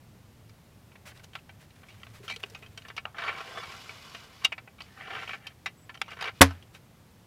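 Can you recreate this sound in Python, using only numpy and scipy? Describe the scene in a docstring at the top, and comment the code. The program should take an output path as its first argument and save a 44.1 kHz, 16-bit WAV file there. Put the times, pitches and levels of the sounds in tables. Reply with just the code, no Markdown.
"""A cloth patch on a thin rod is pushed into a rifle barrel on a slatted table outdoors, worked up and down, pulled out.
Taps, catches and scrapes are noise through resonances of steel barrel and bending rod; cloth is coloured noise.
The patch leaves the muzzle with a pop: dying sines for the air in the bore, then a noisy snap that overloads the
microphone. Wooden slats bump; noise-modulated far traffic hums under a faint hiss, with a few sine insect notes."""
import sys
import numpy as np
from scipy import signal
from scipy.fft import rfft, irfft, next_fast_len
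from scipy.io import wavfile
from scipy.ndimage import uniform_filter1d

SR = 44100
rng = np.random.default_rng(int(sys.argv[2]) if len(sys.argv) > 2 else 0)


def store_pcm(level_fs):
    """Save levels as 16-bit WAV."""
    pcm = np.round(np.clip(level_fs, -1, 1) * 32767).astype(np.int16)
    wavfile.write(sys.argv[1], SR, np.atleast_2d(pcm).T)


def volts_from_decibels(level):
    """Turn decibel levels (scalar or array-like) into linear amplitude factors."""
    exponent = np.asarray(level, float) / 20
    return 10 ** exponent


N = 320342


def evened(x):
    """Scales x to rms 1."""
    return x / np.sqrt(np.mean(x ** 2) + 1e-20)


def peaked(x):
    """Scales x so that its loudest 2 ms have rms 1."""
    return x / np.sqrt(uniform_filter1d(x ** 2, size=88).max())


def read(points, hz):
    """Interpolates (Hz, value) points over log frequency."""
    f, value = np.transpose(points)
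    return np.interp(np.log(hz + 1), np.log(f + 1), value)


def add(mix, start_s, sound):
    """Adds sound into mix in place, cut at the end."""
    part = mix[round(start_s * SR):][:len(sound)]
    part += sound[:len(part)]


def coloured(x, points):
    """Filters x by a dB spectrum."""
    size = next_fast_len(len(x))
    gain = volts_from_decibels(read(points, np.fft.rfftfreq(size, 1 / SR)))
    return irfft(rfft(x, size) * gain, size)[:len(x)]


def ringing(modes, levels_db, t):
    """One dying sine a mode."""
    return np.array([volts_from_decibels(db - 60 * t / t60) * np.sin(2 * np.pi * hz * t)
                     for (hz, t60), db in zip(modes, levels_db)])


# Still-air spectrum. Each row: frequency in Hz, relative density in dB per Hz.
AIR_COLOUR = [(15, -48), (25, -25.5), (77, -2), (101, 0), (209, -5.5), (289, -12), (444, -15), (741, -17.5),
              (1620, -23.5), (2000, -23.5), (8800, -33), (13500, -33.5), (15500, -36)]


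def air():
    """Still-air hiss: steady coloured noise."""
    return volts_from_decibels(-56.5) * evened(coloured(rng.standard_normal(N), AIR_COLOUR))


# Far traffic. Each row: time in seconds, level in dB before a 3.5 dB cut.
TRAFFIC_LEVEL = [(0, -54.5), (.528, -53), (.62, -68), (.74, -56), (.94, -71), (1.05, -56), (1.79, -60),
                 (2.11, -52), (4.13, -63), (4.8, -66), (5.14, -61.5), (5.65, -61), (6.3, -60), (7.26, -60)]


def traffic():
    """A far drone: slow noise on both quadratures makes one pitch waver."""
    drone_hz, wander_hz = 105.8, 18
    s, db = np.transpose(TRAFFIC_LEVEL)
    t = np.arange(N) / SR
    pole = np.exp(-np.pi * wander_hz / SR)
    fuzz = signal.lfilter([1], [1, -pole], rng.standard_normal((2, N)))
    turn = 2 * np.pi * drone_hz * t
    drone = evened(fuzz[0] * np.cos(turn) + fuzz[1] * np.sin(turn))
    return volts_from_decibels(np.interp(t, s, db) - 3.5) * drone


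# Steel rod and barrel. Each row: mode in Hz, ungripped width in Hz, mean gain in dB.
STEEL_MODES = [(444, 83, 3.5), (675, 27, 8.5), (777, 8.3, 10), (1060, 43, 5.5), (1216, 94, 3.5),
               (1359.5, 9.8, 10.5), (1538, 25, 6), (1834, 47, -2), (2120, 21, -1), (2320, 28, 7.5),
               (2603, 76, -1), (2832, 200, 6), (3120, 70, 5.5), (3680, 74, -3), (3770, 73, 2.5),
               (4500, 92, 3.5), (5520, 110, 1.5), (8000, 80, -16), (9500, 200, -5.5), (10800, 470, -2)]


def steel(hz, strike_db, damping_hz=0):
    """Direct sound plus each mode, as hard as this contact point drives it; a grip widens the modes."""
    f, width, db = np.transpose(STEEL_MODES)[..., None]
    width = width + damping_hz
    modes = volts_from_decibels(db + strike_db[:, None]) * 1j * width * hz / (f ** 2 - hz ** 2 + 1j * width * hz)
    return 0.98 + modes.sum(0)


TREBLE_LOSS_HZ = 9000  # above about this pitch a touch dies twice as fast


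def rod(hz, t60_s):
    """Bending modes, pitch as (order + 1/2) squared, flattened by shear; a chance contact point drives each."""
    m = np.arange(10, 42)[:, None] + .5
    f = 8.48 * m ** 2 / np.sqrt(1 + 1.75e-4 * m ** 2)
    width = np.log(1000) / np.pi / t60_s * (1 + (f / TREBLE_LOSS_HZ) ** 2)
    drive = np.cos(np.pi * m * rng.random())
    return (drive * 1j * width * hz / (f ** 2 - hz ** 2 + 1j * width * hz)).sum(0)


def touch(db, ring_hz, tick_db, t60_s, wood_db, rise_s, rod_db):
    """A short rattle of contact noise rings the barrel; its first blow rings the rod."""
    strike_s, after_db, after_t60_s = 0.00184, -27.5, .16
    t = np.arange(8192) / SR
    hz = np.fft.rfftfreq(len(t), 1 / SR)
    noise = rng.standard_normal(len(t)) * np.minimum(t / rise_s, 1)
    top_hz = max(ring_hz, 1000)
    tilt_db = read([(200, wood_db - 22.5), (430, wood_db), (top_hz, 0),
                    (max(top_hz + 1, 3200), 0.35 * tick_db + 3.5), (5800, tick_db + 5.0), (7500, tick_db - 5.5),
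                    (12000, tick_db - 11), (15500, tick_db - 14.5)], hz)
    # the struck spot favours one region
    tilt = volts_from_decibels(tilt_db) * (1 + 1.23 / (1 + ((hz - ring_hz) / 350) ** 2))
    body = steel(hz, 2.5 * rng.standard_normal(len(STEEL_MODES)), 1.2 / t60_s)
    # rifle and table shake on faintly after the touch
    fade = volts_from_decibels(-60 * t / (0.84 * t60_s)) + volts_from_decibels(after_db - 60 * t / after_t60_s)
    bright = hz ** 2 / (hz ** 2 + TREBLE_LOSS_HZ ** 2)
    rattle = rfft(noise * fade) * (1 - bright) + rfft(noise * fade ** 2) * bright
    barrel = irfft(rattle * tilt * body)
    blow = rfft(noise * np.exp(-t / strike_s))
    bend = irfft(blow * tilt * rod(hz, min(0.087, 1.15 * t60_s)))
    both = peaked(barrel) + volts_from_decibels(rod_db) * peaked(bend)
    return volts_from_decibels(db) * peaked(both[:6000])


TAP_RISE_S, TAP_ROD_DB = 0.00093, -2
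# Loose rod on barrel and muzzle. Each row: start in seconds, level in dB, strongest ring in Hz,
# relative tick brightness in dB, nominal t60 in seconds (contact noise takes 0.84 of it).
TAP_ROWS = [(.494, -55, 2400, -5, .04), (.917, -55.5, 2200, -24, .08), (.954, -49, 2190, -33, .045),
            (1.117, -50.5, 1900, -18, 0.041), (1.174, -51.5, 2500, 6, .015), (1.195, -51, 2100, -16, .05),
            (1.243, -46.5, 2330, 1, 0.015), (1.332, -48, 3120, -18, 0.06), (1.352, -33, 2410, -18, 0.055),
            (1.388, -51, 2600, -20, 0.037), (1.492, -46, 2565, -22, 0.06), (1.832, -49.5, 1960, -33, 0.057),
            (1.885, -49.5, 2398, -7.5, 0.38), (2.032, -40, 2857, -21, 0.029), (2.067, -46, 2373, -22, .035),
            (2.279, -34, 1540, -15, 0.084), (2.298, -32, 3050, -13.5, .12), (2.361, -36.5, 2770, -2, 0.038),
            (2.431, -40, 2895, -8, 0.047), (2.436, -26.5, 2680, -21, 0.031),
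            (2.499, -51.5, 4000, 17, 0.027), (2.548, -38.5, 2340, -18, 0.083),
            (2.624, -46.5, 2530, -23, .14), (2.662, -47.5, 2870, -12, 0.043), (2.775, -38, 2650, -9, 0.055),
            (2.82, -48.5, 2800, -9, 0.042), (2.85, -43, 2320, -34, .077), (2.883, -44, 2510, -11, .063),
            (2.9, -38.5, 1900, -29, 0.061), (2.965, -39.5, 2800, -9, 0.089),
            (2.978, -28.5, 2430, -25, 0.052), (3.0534, -27, 950, -36, 0.0089),
            (3.058, -46, 1250, -36, .045), (3.145, -43.5, 1290, -43, 0.083),
            (3.893, -35.5, 2180, -17, 0.06), (4.147, -37.5, 2210, -21, 0.056),
            (4.44, -38, 2476, -12, 0.065), (4.4463, -18, 2750, -8, 0.059), (4.45, -16, 2500, -11, .04),
            (4.5207, -33.5, 2810, -25, .05), (4.525, -30, 2370, -23, 0.049),
            (4.579, -37.5, 2370, -32, 0.057), (4.675, -45.5, 2570, -34.5, 0.047),
            (4.783, -49.5, 2300, -24.5, 0.26), (4.805, -38, 2600, -17, 0.044),
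            (4.8193, -42, 4500, -3, .007), (5.468, -34.5, 2612, -6, 0.062), (5.659, -27, 2290, -17, 0.081),
            (5.894, -38.5, 1980, -21.5, 0.06), (5.943, -46, 2200, -12.5, 0.09),
            (5.951, -44, 1660, -12.5, .044), (5.974, -44.5, 2800, -17, .02),
            (6.015, -22.5, 2320, -14.5, 0.025), (6.06, -51.5, 2450, -15, 0.049),
            (6.08, -43, 1490, -21, .103), (6.507, -36.5, 910, -15.5, 0.068),
            (6.625, -48.5, 3110, -11, 0.055), (6.748, -45, 2360, -11, 0.079)]


def taps():
    """The loose rod knocks barrel and muzzle; harder knocks ring more steel, less wood."""
    out = np.zeros(N)
    for s, db, hz, tick_db, t60_s in TAP_ROWS:
        wood_db = -4.5 - 0.3 * (db + 39.5)
        add(out, s, touch(db, hz, tick_db, t60_s, wood_db, TAP_RISE_S, TAP_ROD_DB))
    return out


def cloth(rows, colour, patchy_db):
    """Cloth noise under a stroke, more or less patchy."""
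    s, db = np.transpose(rows)
    t = np.arange(s[0], s[-1], 1 / SR)
    patchy = volts_from_decibels(patchy_db * evened(uniform_filter1d(rng.standard_normal(len(t)), size=400)))
    noise = evened(coloured(patchy * rng.standard_normal(len(t)), colour))
    return s[0], volts_from_decibels(np.interp(t, s, db)) * noise * signal.windows.tukey(len(t), 600 / len(t))


# Cloth spectrum. Each row: frequency in Hz, relative density in dB per Hz.
CLOTH_COLOUR = [(290, -55), (500, -6), (611, 2.5), (686, -22), (748, -6), (2040, -2), (15500, -21)]
# Fingers on the cloth. Each row: start in seconds, length in seconds, peak level in dB.
SHIFT_ROWS = [(1.05, 0.07, -46), (1.14, .07, -56.5), (1.229, 0.032, -52.5), (1.337, .07, -59),
              (1.592, .07, -56), (2.02, 0.037, -65), (2.133, 0.063, -52), (2.231, 0.053, -51.5),
              (2.773, 0.044, -62), (2.868, 0.035, -59), (2.965, 0.044, -61), (6.729, 0.058, -54.5)]


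def shifts():
    """Fingers shift the cloth: each shift swells and fades."""
    out = np.zeros(N)
    for start, length, db in SHIFT_ROWS:
        swell = [(start, db - 11), (start + 0.34 * length, db), (start + length, db - 11)]
        add(out, *cloth(swell, CLOTH_COLOUR, patchy_db=0.0))
    return out


def jiggles():
    """Faint chance touches of the rod while the patch is started in the muzzle."""
    first_s, last_s, count = 1.55, 2.7, 7
    out = np.zeros(N)
    for when, size, spot in rng.random((count, 3)):
        sound = touch(-61 + 6 * size, 1810 * (.5 + spot), tick_db=-10, t60_s=0.037, wood_db=-4.5,
                      rise_s=TAP_RISE_S, rod_db=TAP_ROD_DB)
        add(out, first_s + when * (last_s - first_s), sound)
    return out


# Patch held to the muzzle. Each row: time in seconds, level in dB.
RUSTLE_LEVEL = [(1.7, -80), (1.762, -64), (2.2, -63), (2.45, -59.5), (2.76, -67), (2.95, -71), (3.1, -74)]


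def rustle():
    """Continuous patchy cloth noise while the patch is held to the muzzle."""
    out = np.zeros(N)
    add(out, *cloth(RUSTLE_LEVEL, CLOTH_COLOUR, patchy_db=3.5))
    return out


# Stock on the slats. Each row: start in seconds, level in dB before 4.5 dB gain and envelope, pitch in Hz.
BUMP_ROWS = [(2.203, -43.5, 397), (2.237, -44, 406), (2.363, -43.5, 458), (2.438, -40, 404),
             (2.517, -46.5, 445), (2.621, -53, 433), (3.487, -43.5, 495), (3.584, -41, 485)]


def bumps():
    """The stock bumps the slats: a soft push rings one wooden slat as a dying sine."""
    out, t = np.zeros(N), np.arange(4000) / SR
    push = 1 - np.exp(-t / 0.0032)
    for s, db, hz in BUMP_ROWS:
        add(out, s, volts_from_decibels(db + 4.5 - 60 * t / 0.058) * push * np.sin(2 * np.pi * hz * t))
    return out


# Push on the rod, a list a stroke. Each row: time in seconds, 800-3500 Hz friction level in dB.
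STROKE_LEVELS = [
    [(2.28, -52), (2.305, -40), (2.326, -36), (2.333, -50), (2.341, -34), (2.36, -52)],
    [(3.15, -59.5), (3.2, -42), (3.27, -34), (3.3, -41), (3.335, -44), (3.37, -46.5), (3.548, -48),
     (3.584, -35.5), (3.654, -45), (3.83, -57), (3.93, -49), (4.084, -57), (4.41, -59), (4.45, -46)],
    [(4.86, -65), (5.042, -47), (5.152, -41), (5.23, -42.5), (5.255, -49), (5.35, -43), (5.375, -60),
     (5.41, -61), (5.455, -55.5), (5.53, -60)],
    [(6.07, -60), (6.13, -46), (6.155, -60), (6.2, -44.5), (6.22, -38.5), (6.29, -40.5), (6.31, -57),
     (6.33, -68), (6.4, -69)],
]
# Stroke colours, a list a stroke. Each row: frequency in Hz, relative density in dB per Hz.
STROKE_COLOURS = [
    [(180, -54), (300, -26), (1800, -29), (2270, 0), (3380, -23), (3890, -14), (12000, -38), (15600, -72),
     (22000, -120)],
    [(180, -50), (300, -10.5), (1540, -6.5), (2000, -10.5), (2300, -5.5), (2490, -11.5), (3180, -9.5),
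     (12000, -43), (15600, -75), (22000, -120)],
    [(180, -46), (300, -9), (712, -12.5), (769, 0), (857, -17), (1830, -2.5), (3440, -14), (12000, -42),
     (15600, -74), (22000, -120)],
    [(180, -60), (300, -30.5), (402, -3), (629, -20), (669, -10), (2300, -3), (12000, -40), (15600, -74),
     (22000, -120)],
]


def slide(rows, colour):
    """Friction noise catches and slips in lumps; the modes wax and wane as the contact moves along the bore."""
    scrape_hz, roam, rumble_db, catches_per_s, lump_s = 1900, 0.19, 0.5, 260, 0.0036
    s, db = np.transpose(rows)
    t = np.arange(s[0], s[-1], 1 / SR)
    db = np.interp(t, s, db)
    sizes = volts_from_decibels(2.5 * np.minimum(rng.exponential(1, len(t)), 3))
    impulses = sizes * (rng.random(len(t)) < catches_per_s / SR)
    decayed = signal.lfilter([1], [1, -np.exp(-1 / (lump_s * SR))], impulses)
    lumps = uniform_filter1d(decayed, size=90)
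    chatter = volts_from_decibels(0.08 * np.clip(db + 47, 0, 20) - 4.5)  # a harder push chatters more
    drive = rng.standard_normal(len(t) + 512) * np.pad(1 + chatter * lumps, (0, 512))

    hz, at, z = signal.stft(drive, SR, nperseg=512, noverlap=384)
    wander = evened(uniform_filter1d(rng.standard_normal(len(at)), size=20))
    centre = scrape_hz * np.exp(roam * wander)
    near = 1 + 1.0 / (1 + ((hz[:, None] - centre) / 400) ** 2)
    low = np.clip(np.log2(900 / (hz + 1)), 0, 1)[:, None]  # table rumble under the scrape
    z = z * near * volts_from_decibels(read(colour, hz)[:, None] + low * rumble_db)
    rub = signal.istft(z, SR, nperseg=512, noverlap=384)[1]

    hz, out = np.fft.rfftfreq(len(rub), 1 / SR), 0
    for k in range(3):  # three contact regions cross-fade
        share = np.cos(np.pi * (np.arange(len(rub)) / SR * 2.577 + k / 3))
        barrel = steel(hz, 2.7 * rng.standard_normal(len(STEEL_MODES)), damping_hz=21.9)
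        body = barrel + volts_from_decibels(7.5) * rod(hz, 0.06)
        out = out + irfft(rfft(rub * share) * body, len(rub))
    out = out[:len(t)]
    band = signal.butter(2, [800, 3500], "band", fs=SR, output="sos")
    steady = np.sqrt(uniform_filter1d(signal.sosfilt(band, out) ** 2, size=9000))
    return s[0], volts_from_decibels(db) * out / steady * signal.windows.tukey(len(t), 400 / len(t))


def slides():
    """The rod scrapes the bore in every stroke."""
    out = np.zeros(N)
    for rows, colour in zip(STROKE_LEVELS, STROKE_COLOURS):
        add(out, *slide(rows, colour))
    return out


# Tight patch on the bore wall, a list a stroke. Each row: time in seconds, level in dB.
WIPE_LEVELS = [
    [(3.17, -70), (3.3, -56.5), (3.508, -53), (3.66, -53), (3.718, -49), (3.8, -52), (4.068, -54),
     (4.252, -55), (4.29, -60), (4.44, -56.5)],
    [(4.8, -73), (4.82, -58), (4.87, -65.5), (5.12, -61), (5.145, -54), (5.216, -57), (5.344, -55),
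     (5.39, -66)],
    [(6.09, -70), (6.11, -59), (6.178, -72), (6.244, -63), (6.3, -72), (6.4, -57)],
]
# Wipe spectrum. Each row: frequency in Hz, relative density in dB per Hz.
WIPE_COLOUR = [(350, -26), (600, -7), (809, -10.5), (1180, -1.5), (1660, -9.5), (2310, -7.5), (2500, -8),
               (3200, -4.5), (5510, -10), (8860, -22), (12100, -23), (15500, -34.5)]
# Delayed copies of the wipe, which comb its spectrum. Each row: total delay in seconds, gain in dB.
WIPE_ECHOES = [(.0039, -7), (.0043, -9)]


def wipes():
    """The tight patch wipes the bore wall: cloth noise, direct and in two delayed copies."""
    out, wipe = np.zeros(N), np.zeros(N)
    for rows in WIPE_LEVELS:
        add(wipe, *cloth(rows, WIPE_COLOUR, patchy_db=1.5))
    for delay_s, db in [(0.0019, 0.02), *WIPE_ECHOES]:
        add(out, delay_s, volts_from_decibels(db) * wipe[:N - SR // 2])
    return out


# Pushed rod in the bore. 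Each row: start in seconds, level in dB, strongest ring in Hz,
# relative tick brightness in dB, nominal t60 in seconds (contact noise takes 0.84 of it).
CATCH_ROWS = [(3.182, -31.5, 1780, -21.5, 0.25), (3.218, -33, 1480, -25, 0.13),
              (3.236, -32, 1490, -26, 0.066), (3.277, -28.5, 2330, -28, 0.15),
              (3.291, -30, 2320, -32, 0.074), (3.348, -39, 2210, -34, 0.13), (3.38, -38, 1290, -19, 0.14),
              (3.404, -34.5, 1490, -21, 0.074), (3.632, -36.5, 1060, -20, .11), (3.72, -42, 2300, -13, .08),
              (4.975, -45.5, 1690, -24, .047), (5.008, -37.5, 1910, -31, .073),
              (5.075, -40.5, 760, -30, 0.056), (5.104, -37, 1740, -27, 0.068), (5.149, -39, 1740, -22, 0.1),
              (5.162, -35, 1750, -32, .1), (5.18, -39, 1920, -27, .15), (5.231, -40, 1440, -19, 0.032),
              (5.275, -35.5, 2650, -26, .05), (5.292, -32, 2400, -25, 0.036),
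              (5.306, -34.5, 2300, -26, 0.091), (5.331, -32, 2320, -27, 0.11),
              (6.105, -44.5, 2300, -9, 0.048), (6.115, -38.5, 2250, -21, 0.061),
              (6.13, -42, 1500, -21.5, 0.07), (6.168, -42, 1488, -26, 0.056),
              (6.188, -41, 1500, -20, 0.074), (6.208, -33, 2300, -17.5, 0.092),
              (6.223, -30.5, 1470, -15.5, .05), (6.24, -31.5, 1100, -13.5, 0.048),
              (6.254, -35.5, 2220, -18.5, .1), (6.272, -35, 2200, -22.5, .05),
              (6.282, -32.5, 2260, -24.5, .04), (6.291, -36, 1464, -26, .03)]


def catches():
    """The pushed rod catches in the bore; a catch under load builds up."""
    out = np.zeros(N)
    for s, db, hz, tick_db, t60_s in CATCH_ROWS:
        add(out, s, touch(db, hz, tick_db, t60_s, wood_db=-5, rise_s=.0025, rod_db=-4))
    return out


# Insect. Each row: start in seconds, length in seconds, pitch in Hz, peak level in dB.
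CHIRP_ROWS = [(3.47, 0.052, 7800, -76), (5.767, 0.04, 7780, -66), (5.808, 0.054, 7740, -66)]


def insect():
    """A few thin notes, each a faded sine."""
    out = np.zeros(N)
    for s, length, hz, db in CHIRP_ROWS:
        t = np.arange(0, length, 1 / SR)
        add(out, s, volts_from_decibels(db) * np.sin(2 * np.pi * hz * t) * signal.windows.tukey(len(t), .4))
    return out


POP_S = 6.4083  # suction lets go
# Air in the bore, shut at the breech, near odd multiples. Each row: mode in Hz, t60 in seconds.
BORE_MODES = [(87, .3), (272, .165), (456, .13), (645, .13), (833, .1), (1020, .11), (1209, .08),
              (1392, .08), (1562, .07)]
# Bore modes in the same order. Each entry: level in dB.
BORE_LEVELS = [-13, -8, -16, -20.5, -24, -13, -20, -22, -14.5]


def pop():
    """The vacuum behind the patch collapses and rings the air in the bore."""
    out, t = np.zeros(N), np.arange(SR // 2) / SR
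    swell = 1 - np.exp(-t / 0.00026)
    inward = -(-1.) ** np.arange(len(BORE_MODES))  # air rushes in first
    add(out, POP_S, swell * (inward @ ringing(BORE_MODES, BORE_LEVELS, t)))
    return out


# Snap spectrum. Each row: frequency in Hz, relative density in dB per Hz.
CRACK_COLOUR = [(180, -36), (300, -2.5), (1780, -2.5), (2030, -7.5), (5040, -15.5), (5850, -17),
                (8270, -22), (10900, -17.5), (15500, -32.5)]
# Ringing of the snap in the bore, many modes near multiples of 183 Hz. Each row: mode in Hz, t60 in seconds.
SNAP_MODES = [(197, .09), (549, .065), (733, .065), (913, .065), (1104, .065), (1292, .06), (1480, .05),
              (1650, .05), (1917, .045), (2035, .055), (2250, .04), (2861, .04), (3081, .04), (3326, .035)]
# Snap modes in the same order. Each entry: level in dB.
SNAP_LEVELS = [-15, -7, -7, -9.5, -9, -10.5, -17.5, -17, -18.5, -9.5, -19.5, -18.5, -9.5, -18.5]
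# Settling. Each row: frequency in Hz, t60 in seconds.
SETTLE_T60 = [(300, 0.079), (1000, 0.099), (2500, 0.087), (5500, 0.1), (9000, 0.077), (14000, 0.072)]


def crack():
    """A puff, then the patch snaps free: dying sines ring in the bore under pulsed, settling noise."""
    crack_s, pulse_s = 6.4150, 0.0072  # pulse_s: spacing of the pulses in the snap's noise
    out, t = np.zeros(N), np.arange(SR // 2) / SR
    puff = evened(coloured(rng.standard_normal(220), CRACK_COLOUR)) * np.hanning(220)
    add(out, POP_S + 0.0014, volts_from_decibels(-14) * puff)
    add(out, crack_s, ringing(SNAP_MODES, SNAP_LEVELS, t).sum(0))

    noise = coloured(rng.standard_normal(len(t)), CRACK_COLOUR)
    noise = coloured(noise, [(900, -9.0), (2400, -1.5)])
    hz, at, z = signal.stft(noise, SR, nperseg=128)
    settle = volts_from_decibels(-60 * at / read(SETTLE_T60, hz)[:, None])
    tail_db = read([(2500, -27), (9000, -39.5)], hz)[:, None]
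    tail = volts_from_decibels(tail_db - 60 * at / 0.44)
    shake = signal.istft(z * (settle + tail), SR, nperseg=128)[1][:len(t)]
    shake *= 1 + 2.1 * np.exp(-(t / 0.013) ** 2)  # the rod clatters at the crown, then all settles
    shake *= 0.63 + np.exp(-(t % pulse_s) / 0.0021)
    add(out, crack_s, volts_from_decibels(-2) * shake / np.sqrt(np.mean(shake[:200] ** 2)))
    return out


def scene():
    """All sources at one microphone."""
    mix = air() + traffic()
    mix += taps() + shifts() + jiggles() + rustle() + bumps()
    mix += slides() + wipes() + catches() + insect()
    mix += pop() + crack()
    return mix[None]


def roll_off(x):
    """The treble ends steeply here."""
    return signal.sosfilt(signal.butter(12, 15630, fs=SR, output="sos"), x)


def record(dry):
    """The microphone input clips at full scale, as on the pop."""
    overloaded = np.clip(dry, -1, 1)
    return roll_off(overloaded)


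dry = scene()
out = record(dry)
store_pcm(out)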